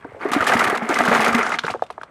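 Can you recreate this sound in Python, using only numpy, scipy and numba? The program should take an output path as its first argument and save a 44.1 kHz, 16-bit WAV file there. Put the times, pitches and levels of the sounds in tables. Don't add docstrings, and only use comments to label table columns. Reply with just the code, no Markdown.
import sys
import numpy as np
from scipy import signal
from scipy.fft import rfft, irfft
from scipy.io import wavfile
from scipy.ndimage import uniform_filter1d
from numba import njit

SR = 44100
rng = np.random.default_rng(int(sys.argv[2]) if len(sys.argv) > 2 else 0)


def store_pcm(level_fs):
    pcm = np.round(np.clip(level_fs, -1, 1) * 32767).astype(np.int16)
    wavfile.write(sys.argv[1], SR, np.atleast_2d(pcm).T)


def linear_from_db(decibels):
    return 10 ** (np.asarray(decibels, float) / 20)


N = 92610
STEP = 16
TOP_HZ = 16000

# (frequency [Hz], level [dB])
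AIR_COLOUR = [(15, -51), (40, 8), (236, 2.5), (1440, 0.5), (2110, -43), (9840, -39), (16000, -59)]
AIR_DB, INSECT_HZ, INSECT_DB = -52.5, 8260, -78

# (time [s], clatter level [dB], grit level [dB])
STONE_FLOW = [(0, -48.5, -64.5), (.19, -45.5, -62.5), (.22, -27.5, -49), (.32, -29, -51), (.46, -24, -35),
              (.76, -20, -40.5), (.79, -28.5, -50), (.88, -29.5, -47.5), (.9, -24, -35.5), (1.2, -21, -32),
              (1.4, -21.5, -43), (1.46, -39, -36), (1.55, -34, -37), (1.575, -46, -56), (1.66, -47, -42.5),
              (1.72, -45, -40), (1.77, -62, -57.5), (2.1, -53.5, -69)]
# (time [s], peak [dB], pitch
# [Hz], rattle t60 [s])
POUR_CRASHES = [(0.208, -15, 1196, 0.028), (0.317, -7.5, 298, 0.13), (0.332, -2.5, 1203, 0.25),
                (0.405, 1.5, 1390, 0.059), (0.423, -0.5, 1265, 0.051), (0.468, -3, 1760, 0.27),
                (0.491, -2.5, 1770, 0.21), (0.52, 0, 1570, 0.09), (0.534, -2, 692, 0.084),
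                (0.565, -8, 1230, 0.36), (0.593, -3, 1980, 0.096), (0.607, -1, 1350, 0.3),
                (0.64, -8, 1250, 0.23), (0.672, -5.5, 1800, 0.15), (0.698, -6, 1223, 0.065),
                (0.727, -3.5, 385, 0.014), (0.82, -14.5, 696, 0.27), (0.8945, -2, 363, 0.2),
                (0.957, -5, 2030, 0.17), (0.988, -5, 1600, 0.4), (1.004, -1, 695, 0.029),
                (1.049, -4.5, 1560, 0.19), (1.076, -3, 1390, 0.22), (1.113, 0, 512, 0.26),
                (1.148, 1.5, 1384, 0.16), (1.199, -4, 813, 0.7), (1.261, -3, 1310, 0.25)]
MORE_CRASHES = [(1.33, -4.5, 1245, 0.033), (1.344, -7, 2050, 0.14), (1.378, -2.5, 1310, 0.36),
                (1.431, -6, 1370, 0.056), (1.464, -14, 1270, 0.37), (1.518, -4.5, 1300, 0.053),
                (1.539, -4.5, 1266, 0.05), (1.644, -10, 463, 0.052), (1.68, -7, 1050, 0.05),
                (1.699, -8.5, 750, 0.092), (1.242, -8, 1330, 0.11), (1.48, -12, 1500, 0.18),
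                (1.502, -10.5, 1400, 0.16), (1.549, -16, 1310, 0.058), (1.527, -9.5, 2080, 0.17),
                (1.444, -9, 1520, 0.073), (.232, -19, 910, 0.045), (0.296, -19, 1120, 0.046),
                (1.622, -32, 1070, 0.043), (1.646, -9.5, 1475, 0.028), (1.691, -12, 1370, 0.056)]
# (frequency [Hz], level [dB])
STONE_COLOUR = [(150, -13.5), (235, -8.5), (400, -3.5), (700, -5.5), (1300, -1.5), (2250, -4.5),
                (2800, -68), (4200, -25.5)]
# (pitch [Hz], level [dB], t60 [s])
TUB_RINGS = [(237, 4.5, 0.29), (726, -5.5, 0.031), (1201, -6.5, 0.066), (1390, -3.5, 0.35)]
STONE_CYCLES, STONE_SCATTER_DB = 16.4, 2.5
RATTLE_DB, RATTLE_RISE_S = -11.5, 0.0023
LEAD_DB, CONTACT_S = -3, 0.001

# (time [s], peak [dB], t60 [s])
POUR_CRACKS = [(0.3161, -22, 0.11), (0.3331, -13.5, 0.058), (0.4243, -37, 0.049), (0.4405, -18, 0.039),
               (0.4663, -14.5, 0.19), (0.517, -38, 0.04), (0.5341, -16.5, 0.086), (0.591, -12.5, 0.074),
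               (0.639, -14, 0.066), (0.6747, -20, 0.037), (0.7006, -20, 0.025), (0.751, -19.5, 0.032),
               (0.773, -18, 0.026), (0.8908, -18, 0.014), (0.9416, -16.5, 0.031), (0.986, -11.5, 0.024),
               (1.052, -15, 0.048), (1.145, -20, 0.091), (1.3456, -11.5, 0.051), (1.4643, -23, 0.044),
               (0.286, -30.5, 0.056), (0.406, -38, 0.032), (0.5705, -21, 0.044), (0.853, -40, 0.032),
               (1.08, -20, .06), (1.2045, -18, 0.15), (1.243, -18, 0.12), (1.277, -17, 0.069),
               (1.326, -17, 0.025), (1.38, -23.5, 0.094), (1.518, -26, 0.045)]
# (time [s], peak [dB])
PIT_CRACKS = [(1.5872, -14.5), (1.6354, -23.5), (1.65, -38), (1.664, -20.5), (1.704, -20), (1.8217, -32.5),
              (1.836, -33), (1.8631, -38), (1.902, -28), (1.924, -39), (2.0147, -37), (2.0322, -31.5)]
# (frequency [Hz], level [dB])
GRIT_COLOUR = [(1470, -11), (2500, 3), (3950, -10.5), (9660, -22.5), (12600, -33), (14900, -37),
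               (16000, -66)]
GRIT_CYCLES, GRIT_SCATTER_DB, CLUMP_DB, DUST_DB = 6.9, 3.5, 1.5, -17
CRACK_DB, CRACK_RISE_S, PIT_CRACK_T60_S, TICK_DB = -3.5, 0.0015, 0.03, -9
PIT_FROM_S, PIT_DULL_HZ = 1.4, 9600

# (time [s], peak [dB], pitch [Hz], t60 [s])
PEBBLES = [
    (.005, -55, 3300, .06),
    (.213, -44, 4500, .05),
    (1.829, -45, 3650, 0.061),
    (1.838, -48, 3620, 0.05),
]
# (time [s], peak [dB], centre pitch [Hz], t60 [s])
FLAKES = [(.047, -45.5, 4500, 0.022), (.317, -23.5, 9000, 0.014), (.891, -17.5, 6700, 0.012),
          (.9425, -12, 5900, 0.012), (1.002, -27, 11000, .015), (1.052, -29, 5200, 0.028),
          (1.149, -22, 7000, 0.039), (1.262, -17, 5400, 0.025), (1.43, -17, 6460, 0.062),
          (1.466, -20.5, 4750, 0.035), (1.493, -23, 7250, .015), (1.54, -23, 5000, 0.022),
          (1.5874, -8.5, 3500, .03), (1.5915, -12, 4000, 0.027), (1.651, -18.5, 3760, .02),
          (1.668, -27, 3400, 0.011), (1.8215, -36, 3300, 0.011), (1.9025, -25.5, 2990, 0.024),
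          (2.033, -29.5, 3450, 0.026), (.336, -20, 2510, 0.044), (.699, -19, 8400, 0.008),
          (.495, -24, 4000, .05)]
CHIP_OCTAVES, CHIP_DB, CHIP_CYCLES = 0.3, -7.5, 16.8

# (time [s], peak [dB])
EARTH_THUDS = [(0.4, -21.5), (0.55, -20), (0.664, -22), (1.191, -31), (1.318, -24), (1.707, -27.5),
               (.037, -34), (.084, -35), (.13, -32), (.308, -31.5), (1.76, -36), (1.826, -40), (2.012, -42)]
# (time [s], peak [dB], pitch [Hz], t60 [s])
HOLLOW_BOOMS = [(0.048, -17.5, 290, 0.033), (.061, -30.5, 398, 0.081), (0.362, 0.5, 292, 0.041),
                (0.552, -7.5, 237, 0.071), (0.821, -15, 222, 0.14), (0.902, -13, 304, 0.1),
                (1.005, -13.5, 245, 0.25), (1.081, -10, 200, 0.076), (1.112, -17, 236, 0.19),
                (1.189, -13.5, 217, 0.14), (1.284, -14, 233.3, 0.24), (1.345, -7, 237, 0.17),
                (1.64, -21, 163, 0.06)]
BOOM_RISE_S, THUD_HZ, THUD_T60_S = 0.0016, 106.4, 0.061

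# (time [s], peak [dB], pitch [Hz], t60 [s])
SINGLE_KNOCKS = [(.0455, -23, 1240, 0.031), (.05, -25.5, 634, 0.072), (.82, -14.5, 750, 0.033),
                 (1.0795, -4, 1630, .02), (1.4655, -9, 1340, 0.033), (1.6805, -5.5, 1150, 0.018),
                 (.12, -27, 535, 0.026), (.147, -25, 580, 0.043), (.164, -31, 505, 0.27),
                 (.253, -10, 365, 0.19), (.8925, -9, 1290, 0.023), (1.5872, -7, 1530, 0.015),
                 (1.5915, -7.5, 1450, 0.012), (1.6375, -13, 1380, 0.034), (1.6665, -11.5, 1340, 0.015),
                 (1.7395, -9.5, 1104, 0.007), (1.7465, -12, 524, 0.059), (1.755, -18.5, 675, 0.061),
                 (1.7945, -26.5, 1130, 0.015), (1.8225, -2.5, 687, 0.0228), (1.902, -19, 940, 0.051),
                 (1.9795, -17, 840, 0.032), (2.0137, -19, 1430, 0.021), (2.033, -17.5, 1140, 0.025)]
BLOW_CYCLES, BLOW_RISE_CYCLES, PAIR_DB = 6.05, 0.64, -13.5
BODY_LOW_HZ, BODY_HIGH_HZ, BODY_DB = 345.7, 1846, -10.5

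ECHO_DB, ECHO_T60_S = -14, 0.092
LOW_CUT_HZ, LIMIT = 55, 0.66


def table(rows):
    return np.array(rows, float).T


def colour(points, hz):
    f, db = table(points)
    return linear_from_db(np.interp(np.log(hz), np.log(f), db))


def unit(x):
    return x / np.sqrt(np.mean(x ** 2))


@njit
def ring(n, start, turn, fade, rise, size):
    y = np.zeros(n)
    for k in range(len(start)):
        swing = size[k] + 0j
        spin = fade[k] * np.exp(1j * turn[k])
        softness, left, i = 1., 1., start[k]
        while i < n and left > .002:
            y[i] += swing.imag * (1 - softness) ** 2
            swing *= spin
            softness *= rise[k]
            left *= fade[k]
            i += 1
    return y


def rings(s, hz, t60, rise_s, size):
    each = np.ones(len(s))
    start = np.clip(s * SR, 0, N).astype(np.int64)
    turn = each * 2 * np.pi * hz / SR
    fade = each * np.exp(-np.log(1000) / (np.maximum(t60, .003) * SR))
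    rise = each * np.exp(-1 / (rise_s * SR))
    return ring(N, start, turn, fade, rise, each * size)


def bursts(s, db, t60, rise_s):
    since = np.maximum(np.arange(0, N, STEP)[None] / SR - s[:, None], 0)
    rise = 1 - np.exp(-since / rise_s)
    fade = np.exp(-2 * np.log(1000) * since / np.maximum(t60, .01)[:, None])
    return np.sum(linear_from_db(db)[:, None] ** 2 * rise * fade, axis=0)


def grains(power, points, cycles, scatter_db, count, size):
    pitch, sign = rng.random((count * size, 2)).T
    when, force = np.repeat(rng.random((count, 2)), size, axis=0).T
    lo, hi = points[0][0], points[-1][0]
    s = when * N / SR
    hz = lo * (hi / lo) ** pitch
    scatter = linear_from_db(scatter_db * np.minimum(-np.log(1 - force), 3.))
    gain = colour(points, hz) * hz * scatter * np.sign(sign - .5)
    energy = np.sum(gain ** 2 * cycles / hz / (4 * np.log(1000)))
    gain = gain / np.sqrt(energy * SR / N)
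    activity = np.sqrt(power[(s * SR).astype(int) // STEP])
    return rings(s, hz, cycles / hz, 0.28 / hz, gain * activity)


def air():
    hz = np.maximum(np.arange(N // 2 + 1) * SR / N, 1)
    noise = rfft(rng.standard_normal((2, N)))
    background = unit(irfft(noise[0] * colour(AIR_COLOUR, hz), N))
    insects = unit(irfft(noise[1] * np.exp(-((hz - INSECT_HZ) / 500) ** 2), N))
    return linear_from_db(AIR_DB) * background + linear_from_db(INSECT_DB - 2.5 * np.arange(N) / SR) * insects


def flow(column):
    columns = table(STONE_FLOW)
    return linear_from_db(np.interp(np.arange(0, N, STEP) / SR, columns[0], columns[column])) ** 2


def clatter():
    s, peak_db, hz, t60 = table(POUR_CRASHES + MORE_CRASHES)
    crash = bursts(s, peak_db + RATTLE_DB, t60, RATTLE_RISE_S)
    x = grains(flow(1) + crash, STONE_COLOUR, STONE_CYCLES, STONE_SCATTER_DB, count=3000, size=5)
    for tub_hz, tub_db, tub_t60 in TUB_RINGS:
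        r = np.exp(-np.log(1000) / (tub_t60 * SR))
        poles = [1, -2 * r * np.cos(2 * np.pi * tub_hz / SR), r * r]
        x = x + linear_from_db(tub_db) * signal.lfilter([1 - r * r, 0, r * r - 1], poles, x)
    blows = rings(s, hz, 0.026, CONTACT_S, linear_from_db(peak_db + LEAD_DB))
    return x + blows + grit(crash)


def grit(crash):
    pit_cracks = [tuple(row) + (PIT_CRACK_T60_S,) for row in PIT_CRACKS]
    s, peak_db, t60 = table(POUR_CRACKS + pit_cracks)
    held = np.repeat(rng.standard_normal(len(crash) // 14 + 1), 14)
    clumps = uniform_filter1d(held, size=6)[:len(crash)]
    sand = (flow(2) + linear_from_db(DUST_DB) ** 2 * crash) * linear_from_db(2 * CLUMP_DB * clumps)
    power = sand + bursts(s, peak_db + CRACK_DB, t60, CRACK_RISE_S)
    x = grains(power, GRIT_COLOUR, GRIT_CYCLES, GRIT_SCATTER_DB, count=13000, size=3)
    x = x + rings(s, rng.uniform(1700, 6300, len(s)), 0.0062, .0001, linear_from_db(peak_db + TICK_DB))
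    dull = signal.sosfilt(signal.butter(2, PIT_DULL_HZ, fs=SR, output="sos"), x)
    return np.where(np.arange(N) / SR < PIT_FROM_S, x, dull)


def chips():
    s, db, hz, t60 = table(PEBBLES)
    pebbles = rings(s, hz, t60, 0.0009, linear_from_db(db))
    s, db, hz, t60 = np.repeat(table(FLAKES), 40, axis=1)
    pitch = rng.standard_normal(len(s))
    late = rng.random(len(s)) ** 2
    f = np.minimum(hz * 2 ** (CHIP_OCTAVES * pitch), TOP_HZ)
    flakes = rings(s + late * t60 / 2, f, CHIP_CYCLES / f, .5 / f, linear_from_db(db + CHIP_DB - 24 * late))
    return pebbles + flakes


def booms():
    s, db = table(EARTH_THUDS)
    thud_hz = THUD_HZ * (1 + 0.23 * rng.standard_normal(len(s)))
    thuds = rings(s, thud_hz, THUD_T60_S, 0.003, 0.9 * linear_from_db(db))
    s, db, hz, t60 = table(HOLLOW_BOOMS)
    return thuds + rings(s, hz, t60, BOOM_RISE_S, 0.79 * linear_from_db(db))


def knocks():
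    s, db, hz, t60 = table(SINGLE_KNOCKS)
    x = rings(s, hz, BLOW_CYCLES / hz, BLOW_RISE_CYCLES / hz, 3.34 * linear_from_db(db))
    x = x + rings(s, 0.79 * hz, t60, 0.00075, linear_from_db(db + PAIR_DB))
    x = x + rings(s, 1.05 * hz, 0.37 * t60, 0.00019, linear_from_db(db + PAIR_DB))
    u = rng.random((len(s), 10)).T
    for k in range(10):
        f = BODY_LOW_HZ * (BODY_HIGH_HZ / BODY_LOW_HZ) ** ((k + u[k]) / 10)
        size = linear_from_db(db + BODY_DB) * np.minimum(1.18 * hz / f, 1) ** 2
        x = x + (-1) ** k * rings(s, f, 0.69 * t60, 0.000083, size)
    return signal.sosfilt(signal.butter(2, 300, "high", fs=SR, output="sos"), x)


def pit_echo(near):
    t = np.arange(SR // 5) / SR
    walls = rng.standard_normal(len(t)) * np.exp(-np.log(1000) * t / ECHO_T60_S) * (t > .002)
    walls = walls / np.sqrt(np.sum(walls ** 2))
    return linear_from_db(ECHO_DB) * signal.fftconvolve(near, walls)[:N]


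def scene():
    near = clatter() + knocks() + booms() + chips()
    return (near + pit_echo(near) + air())[None]


def roll_off(x):
    return signal.sosfilt(signal.butter(12, 16480, fs=SR, output="sos"), x)


def record(dry):
    x = signal.sosfilt(signal.butter(3, LOW_CUT_HZ, "high", fs=SR, output="sos"), dry)
    x = x / (1 + (x / LIMIT) ** 6) ** (1 / 6)
    x = signal.sosfilt(signal.cheby2(8, 45, TOP_HZ * 1.04, fs=SR, output="sos"), x)
    return roll_off(x)


dry = scene()
out = record(dry)
store_pcm(out)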